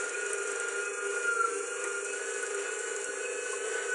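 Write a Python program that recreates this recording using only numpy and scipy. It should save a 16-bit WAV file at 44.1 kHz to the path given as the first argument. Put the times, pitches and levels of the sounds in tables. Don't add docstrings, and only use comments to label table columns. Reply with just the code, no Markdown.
import sys
import numpy as np
from scipy import signal
from scipy.fft import rfft, irfft
from scipy.io import wavfile
from scipy.ndimage import uniform_filter1d

SR = 44100
rng = np.random.default_rng(int(sys.argv[2]) if len(sys.argv) > 2 else 0)


def store_wav(level_fs):
    pcm = np.round(np.clip(np.atleast_2d(level_fs), -1, 1) * 32767)
    wavfile.write(sys.argv[1], SR, pcm.T.astype(np.int16))


def attenuation_scalar(level_db):
    decades = np.asarray(level_db, float) / 20
    return 10 ** decades


N = 173754


def table(rows):
    return np.array(rows, float).T


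def level(x, db):
    return x * attenuation_scalar(db) / np.sqrt(np.mean(x ** 2))


def walk(rate):
    hold = int(SR / rate)
    steps = np.repeat(rng.standard_normal(N // hold + 1), hold)
    return 1.3 * uniform_filter1d(uniform_filter1d(steps, hold), hold)[:N]


def band(x, hz, width):
    return signal.lfilter(*signal.iirpeak(hz, hz / width, SR), x)


def noise_band(size, hz, width):
    return band(band(rng.standard_normal(size), hz, width), hz, width)


def coloured_noise(points):
    hz, db = table(points)
    f = np.maximum(np.fft.rfftfreq(N, 1 / SR), 1)
    gain = attenuation_scalar(np.interp(np.log(f), np.log(hz), db, left=-90, right=-90))
    return irfft(rfft(rng.standard_normal(N)) * gain, N)


def tone(turns, db, fade_db=2.0, rough=0.44, rate=40):
    wobble = 1 + rough * (walk(rate) + 1j * walk(rate))
    spin = np.exp(2j * np.pi * (turns + rng.random()))
    return np.sqrt(2) * attenuation_scalar(db + fade_db * walk(6.853)) * (wobble * spin).real


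def decay(age, t60):
    return np.exp(-np.log(1000) * age / t60)


def ring(hz, t60, size):
    age = np.arange(size) / SR
    return np.sin(2 * np.pi * hz * age) * decay(age, t60)


def swell(t, rows):
    return sum(db * np.exp(-.5 * ((t - s) / length) ** 2) for s, db, length in rows)


# time in seconds, speed in turns per second.
MOTOR_SPEED = [(0, 202), (.07, 202.4), (.22, 207), (.48, 201.6), (.92, 203.7), (1.22, 203.7), (1.52, 192.7),
               (1.77, 204.4), (2.0, 201.5), (2.3, 212.3), (2.4, 210.7), (2.55, 205.7), (2.78, 210.5),
               (3.1, 209.6), (3.32, 213.8), (3.51, 213), (3.68, 214.6), (3.94, 212.4)]


def shaft(t):
    speed = uniform_filter1d(np.interp(t, *table(MOTOR_SPEED)), size=2500)
    turns = np.cumsum(speed * (1 + .0003 * walk(12))) / SR
    return turns, speed


# time in seconds, level in dB.
WHINE = [(0, -41), (.24, -41.5), (.48, -41.5), (.75, -38), (1.0, -41.5), (1.27, -37), (1.43, -33.5),
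         (1.55, -43), (1.75, -43), (1.98, -38), (2.2, -45.5), (2.5, -49.5), (2.8, -45), (3.13, -50),
         (3.5, -50.5), (3.72, -40), (3.85, -47.5), (3.94, -31)]
# centre in seconds, change in dB, length in seconds.
BINDS = [(0.223, 5.5, 0.033), (0.295, -4, 0.018), (0.416, 3.5, 0.028), (0.927, -13, 0.022),
         (1.17, 6.5, 0.022), (1.29, 6.5, 0.03), (1.37, 0.5, 0.01), (1.416, 8, 0.013), (1.436, -10, .006),
         (1.447, 8.5, 0.0073), (1.516, -6, .015), (1.546, 7.5, 0.011), (1.575, -16, 0.013),
         (1.729, 7, 0.016), (1.779, -9, 0.018), (1.945, 1.5, 0.018), (2.033, -9, 0.015),
         (2.054, 3.5, 0.0072), (2.111, -11, 0.015), (2.144, 6, 0.015), (2.44, 15, 0.015),
         (2.457, -13, 0.0091), (2.549, 12, .015), (2.703, 8, 0.028), (3.09, 8.5, 0.017), (3.23, 7, 0.027),
         (3.315, -9, .015), (3.484, 12, 0.026), (3.53, 5, .01), (3.793, 6, 0.028), (3.856, -9.5, 0.017)]
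# level in dB at -2, -1, +1 and +2 wheel turns.
RUNOUT_DB = [-56, -54, -54, -59]
DRONE_DB = [-68.5, -60, -55, -54, -50.5, -47.5, -50, -76]


def gears(t, turns, speed):
    pinion_teeth, wheel_teeth = 7, 54
    mesh = turns * pinion_teeth
    wheel = mesh / wheel_teeth
    whine_db = np.interp(t, *table(WHINE)) + swell(t, BINDS)
    whine = tone(mesh, whine_db, fade_db=.5, rough=.25, rate=30)
    out = whine * (1 + .28 * np.cos(2 * np.pi * (wheel + .06)))
    for k, db in zip((-2, -1, 1, 2), RUNOUT_DB):
        out = out + tone(mesh + k * wheel, db + .25 * (whine_db + 42), rough=.25)
    beat = 1 + .1 * np.cos(2 * np.pi * wheel)
    for k, db in enumerate(DRONE_DB):
        tilt = .7 * np.clip(k - 5, -1, 1) * (k > 2)
        out = out + beat * tone(wheel * (k + 13), db - tilt * (speed - 206), fade_db=1.5, rough=.22, rate=18)
    return out


# multiple of motor speed, level in dB.
ROTOR = [(3, -64), (4, -64), (5, -68), (6, -57), (8, -54), (9, -65), (10, -65), (11, -63), (13, -66),
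         (14, -58), (15, -71), (17, -73), (21, -73)]
# multiple of motor speed, level in dB.
BARS = [(35, -63), (42, -61), (44, -67)]
# multiple of motor speed, level in dB, dB gained per turn/s above 205,
# lower and upper mains sideband in dB relative to the tone.
SLOTS = [(36, -57, .45, -4, -2), (48, -59, -.3, -7.5, -9)]
# time in seconds, tone in dB, upper mains sideband in dB.
SLOT_TONE = [(0, -61, -60), (.25, -48.5, -56), (.45, -54, -60), (.72, -54, -64), (.87, -53, -43.5),
             (1.05, -55, -57.5), (1.22, -50, -56), (1.5, -65, -60), (1.85, -50, -49.5), (1.97, -53, -62),
             (2.1, -58, -43.5), (2.33, -50.5, -76), (2.5, -56, -60), (2.67, -53, -49), (2.9, -59, -73),
             (3.18, -57, -64), (3.26, -46, -57), (3.7, -53, -69)]
# frequency in Hz, level in dB.
HUM = [(300, -67), (400, -44.5)]
# centre in seconds, change in dB, length in seconds.
DRAWS = [
    (0.41, 3.5, 0.035),
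    (.6, -2.5, 0.075),
    (0.784, 9, 0.022),
    (1.074, 7, 0.044),
    (1.56, 10.5, 0.048),
    (1.843, 5, 0.046),
    (2.35, -0.5, 0.049),
    (2.57, 6, 0.021),
    (3.37, 5, 0.014),
]


def motor(t, turns, speed):
    out = np.zeros(N)
    twice_mains = 100 * t
    for k, db in ROTOR:
        sag_db = 0.19 * (k > 9) * np.minimum(speed - 203, 0)
        out = out + tone(turns * k, db - .3 + sag_db, fade_db=2.4, rough=0.52)
    for k, db in BARS:
        out = out + tone(turns * k, db, fade_db=2.4, rough=.45, rate=30)
    for k, db, slope, below, above in SLOTS:
        lean = 1.6 if k > 40 else 1.1
        for side, rel in ((-1, below), (0, 0), (1, above)):
            side_db = db + rel + slope * (1 - lean * side) * (speed - 205)
            out = out + tone(turns * k + side * twice_mains, side_db, fade_db=2.2, rough=.15)
    at, *slot_db = table(SLOT_TONE)
    for side, db in enumerate(slot_db):
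        out = out + tone(turns * 12 + side * twice_mains, np.interp(t, at, db), fade_db=1.0, rough=.2)
    out = out + tone(turns * 12 - twice_mains, -63, fade_db=3.0, rough=.3)
    draw_db = swell(t, DRAWS)
    for hz, db in HUM:
        out = out + tone(t * hz, db - 0.96 + draw_db, fade_db=.8, rough=.22, rate=20)
    return out


# start in seconds, peak in dB, centre in Hz, share of sharp snap from 0 to 1.
CRACKLES = [(0.0925, -23, 7100, 0.14), (0.143, -28, 6900, .05), (0.181, -36, 8700, .05),
            (0.21, -27.5, 7500, .05), (0.261, -25, 7200, .05), (0.514, -26, 8400, 0),
            (0.852, -34, 7200, .1), (1.069, -28.5, 8750, 0.14), (1.227, -34, 7460, 0.3),
            (1.334, -30, 8650, 0), (1.412, -27, 8000, 0.2), (1.586, -27, 7500, 0.2), (1.927, -28, 7400, .1),
            (2.132, -26.5, 7460, 0), (2.339, -27.5, 7000, .1), (2.426, -26.5, 9200, 0),
            (3.183, -28, 7500, 0.3), (3.522, -26, 7500, 0), (3.68, -30, 7500, .1), (3.74, -28, 7500, 0),
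            (3.9, -26, 7500, .1), (0.2972, -30, 8610, 0.15), (0.3313, -18.5, 8600, 0.55),
            (0.381, -26, 7100, 0.2), (0.43, -29, 8400, 0), (0.474, -23, 7300, 0.4),
            (0.558, -25.5, 7250, 0.47), (0.597, -21.5, 7700, 0), (0.6834, -22, 7770, 0.3),
            (0.9298, -36, 7000, 0.1), (1.0984, -38, 7900, 0.2), (1.5416, -26.5, 9000, 0.45),
            (1.718, -35, 7210, 0.15), (1.8383, -18, 7800, 0.2), (1.873, -25, 7360, 0),
            (2.0452, -24, 8200, 0), (2.464, -22.5, 7200, 0.3), (2.5087, -27.5, 7010, 0.15),
            (2.5447, -23, 8300, 0.06), (2.7891, -23, 7900, 0.15), (2.9618, -22, 7200, 0.2),
            (3.042, -22, 7570, 0.04)]


def mince():
    size = 2048
    out, age = np.zeros(N + 2 * size), np.arange(size) / SR
    fade = decay(age, t60=.03) * np.minimum(age / 0.002, 1)
    for s, db, hz, share in CRACKLES:
        snap = ring(hz, t60=.003, size=size) * np.minimum(age / .0002, 1)
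        snap = snap + attenuation_scalar(-4) * np.roll(snap, int(.001 * SR))
        snap = np.roll(snap, int(.0013 * SR))
        burst = attenuation_scalar(-6) * fade * level(noise_band(size, hz, 2500), 0)
        start = int(s * SR)
        out[start:start + size] += attenuation_scalar(db) * (3.5 * share * snap + (1 - share) * burst)
    fizz_per_s, fizz_db, fizz_spread_db = 120, -47, 3.5
    chance, size_draw = rng.random((2, N))
    ticks = (chance < fizz_per_s / SR) * attenuation_scalar(fizz_db - fizz_spread_db * np.log(size_draw + 1e-9))
    tick_ring = ring(7300, 0.0024, size=512) + 0.21 * ring(7900, 0.0048, size=512)
    out = out[:N] + signal.fftconvolve(ticks, tick_ring)[:N]
    return signal.sosfilt(signal.butter(4, 5500, "high", fs=SR, output="sos"), out)


# start in seconds, peak in dB, centre in Hz, width in Hz, t60 in seconds.
KNOCKS = [(.23, -58, 280, 40, .1), (.245, -64, 35, 30, .06), (.328, -57, 70, 90, .05),
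          (.14, -40, 2440, 60, .09), (1.83, -42, 355, 30, .2), (1.84, -42, 920, 510, .15),
          (1.84, -42, 2100, 500, .16), (2.75, -45, 1120, 80, .1), (2.4, -48, 1130, 90, .12),
          (3.084, -49, 313, 60, .06), (3.082, -63, 91, 160, .086), (3.249, -40, 2550, 40, .15),
          (3.25, -44, 2600, 380, .08), (3.528, -38.5, 1070, 40, .08), (.24, -44, 500, 50, .12),
          (3.36, -42, 430, 60, .08)]


def knocks():
    size = 8192
    out, age = np.zeros(N + size), np.arange(size) / SR
    for s, db, hz, width, t60 in KNOCKS:
        body = level(noise_band(2 * size, hz, width)[size:], db + 3.5)
        start = int(s * SR)
        out[start:start + size] += body * decay(age, t60) * np.minimum(age / 0.0049, 1)
    return out[:N]


# frequency in Hz, level in dB.
RATTLE = [(71, -89), (120, -92), (331, -23.5), (405, -1), (497, -10), (571, -12), (1330, -13.5),
          (1460, -4.5), (5000, -28), (6500, -72), (11000, -120)]
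# frequency in Hz, level in dB.
HISS = [(2760, -51), (4700, -17.5), (5200, -14.5), (5670, -9), (6140, -3), (6900, 1), (8840, -0.5),
        (10500, -11), (11500, -24), (15000, -72), (22000, -120)]
# centre in Hz, width in Hz, level in dB.
HOUSING = [(291, 44, -67.5), (427.7, 68, -47), (1190, 265, -55.5), (2540, 300, -59), (2883, 74, -61.5),
           (4270, 290, -64), (5740, 210, -58.5), (7000, 170, -52.5), (8810, 98, -57.5)]


def rush(t, turns, speed):
    knife_db = (2 - .5 * t) * np.cos(2 * np.pi * (.116 * turns - .17))
    throb_db = knife_db - 0.2 * np.cos(2 * np.pi * 100 * t)
    shared_db = .9 * walk(28) + .4 * walk(12)
    sag_db = .06 * np.minimum(speed - 203, 0)
    out = level(coloured_noise(RATTLE), -45.5) * attenuation_scalar(shared_db + 1.6 * walk(8) + sag_db)
    out = out + level(coloured_noise(HISS), -45) * attenuation_scalar(shared_db + throb_db + .8 * walk(40))
    for hz, width, db in HOUSING:
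        out = out + level(noise_band(N, hz, width), db) * attenuation_scalar(shared_db + 1.8 * walk(9))
    return out


def room_rumble():
    low = level(coloured_noise([(15, 4), (60, 10.5), (160, 15), (260, -6)]), -87.5)
    return low * attenuation_scalar(3.4 * walk(14)) * attenuation_scalar(2 * walk(6.2))


def scene():
    t = np.arange(N) / SR
    turns, speed = shaft(t)
    machine = gears(t, turns, speed) + motor(t, turns, speed)
    mono = machine + mince() + knocks() + rush(t, turns, speed) + room_rumble()
    return np.array([mono, mono])


def drop_faint(x):
    f, _, z = signal.stft(x, SR, nperseg=1280)
    power = np.abs(z[:640].reshape(160, 4, -1)) ** 2
    power = uniform_filter1d(power, size=3, axis=2).mean(1)
    hz = f[:640:4, None]
    top = hz > 10000
    usual = np.median(power[np.abs(hz[:, 0] - 4900) < 200])
    limit = usual * attenuation_scalar(np.where(top, -2, -.4)) ** 2
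    faint = (power < limit) & (hz > 3000)
    gain = np.where(faint, np.where(top, .003, .04), 1)
    z[:640] *= np.repeat(gain, 4, axis=0)
    return signal.istft(z, SR, nperseg=1280)[1][:N]


def band_limit(x):
    return signal.sosfilt(signal.butter(12, 11690, fs=SR, output="sos"), x)


def record(dry):
    top_cut = signal.cheby2(10, 45, 10715 * 1.14, fs=SR, output="sos")
    x = drop_faint(signal.sosfilt(top_cut, dry[0]))
    return band_limit(np.array([x, x]))


dry = scene()
out = record(dry)
store_wav(out)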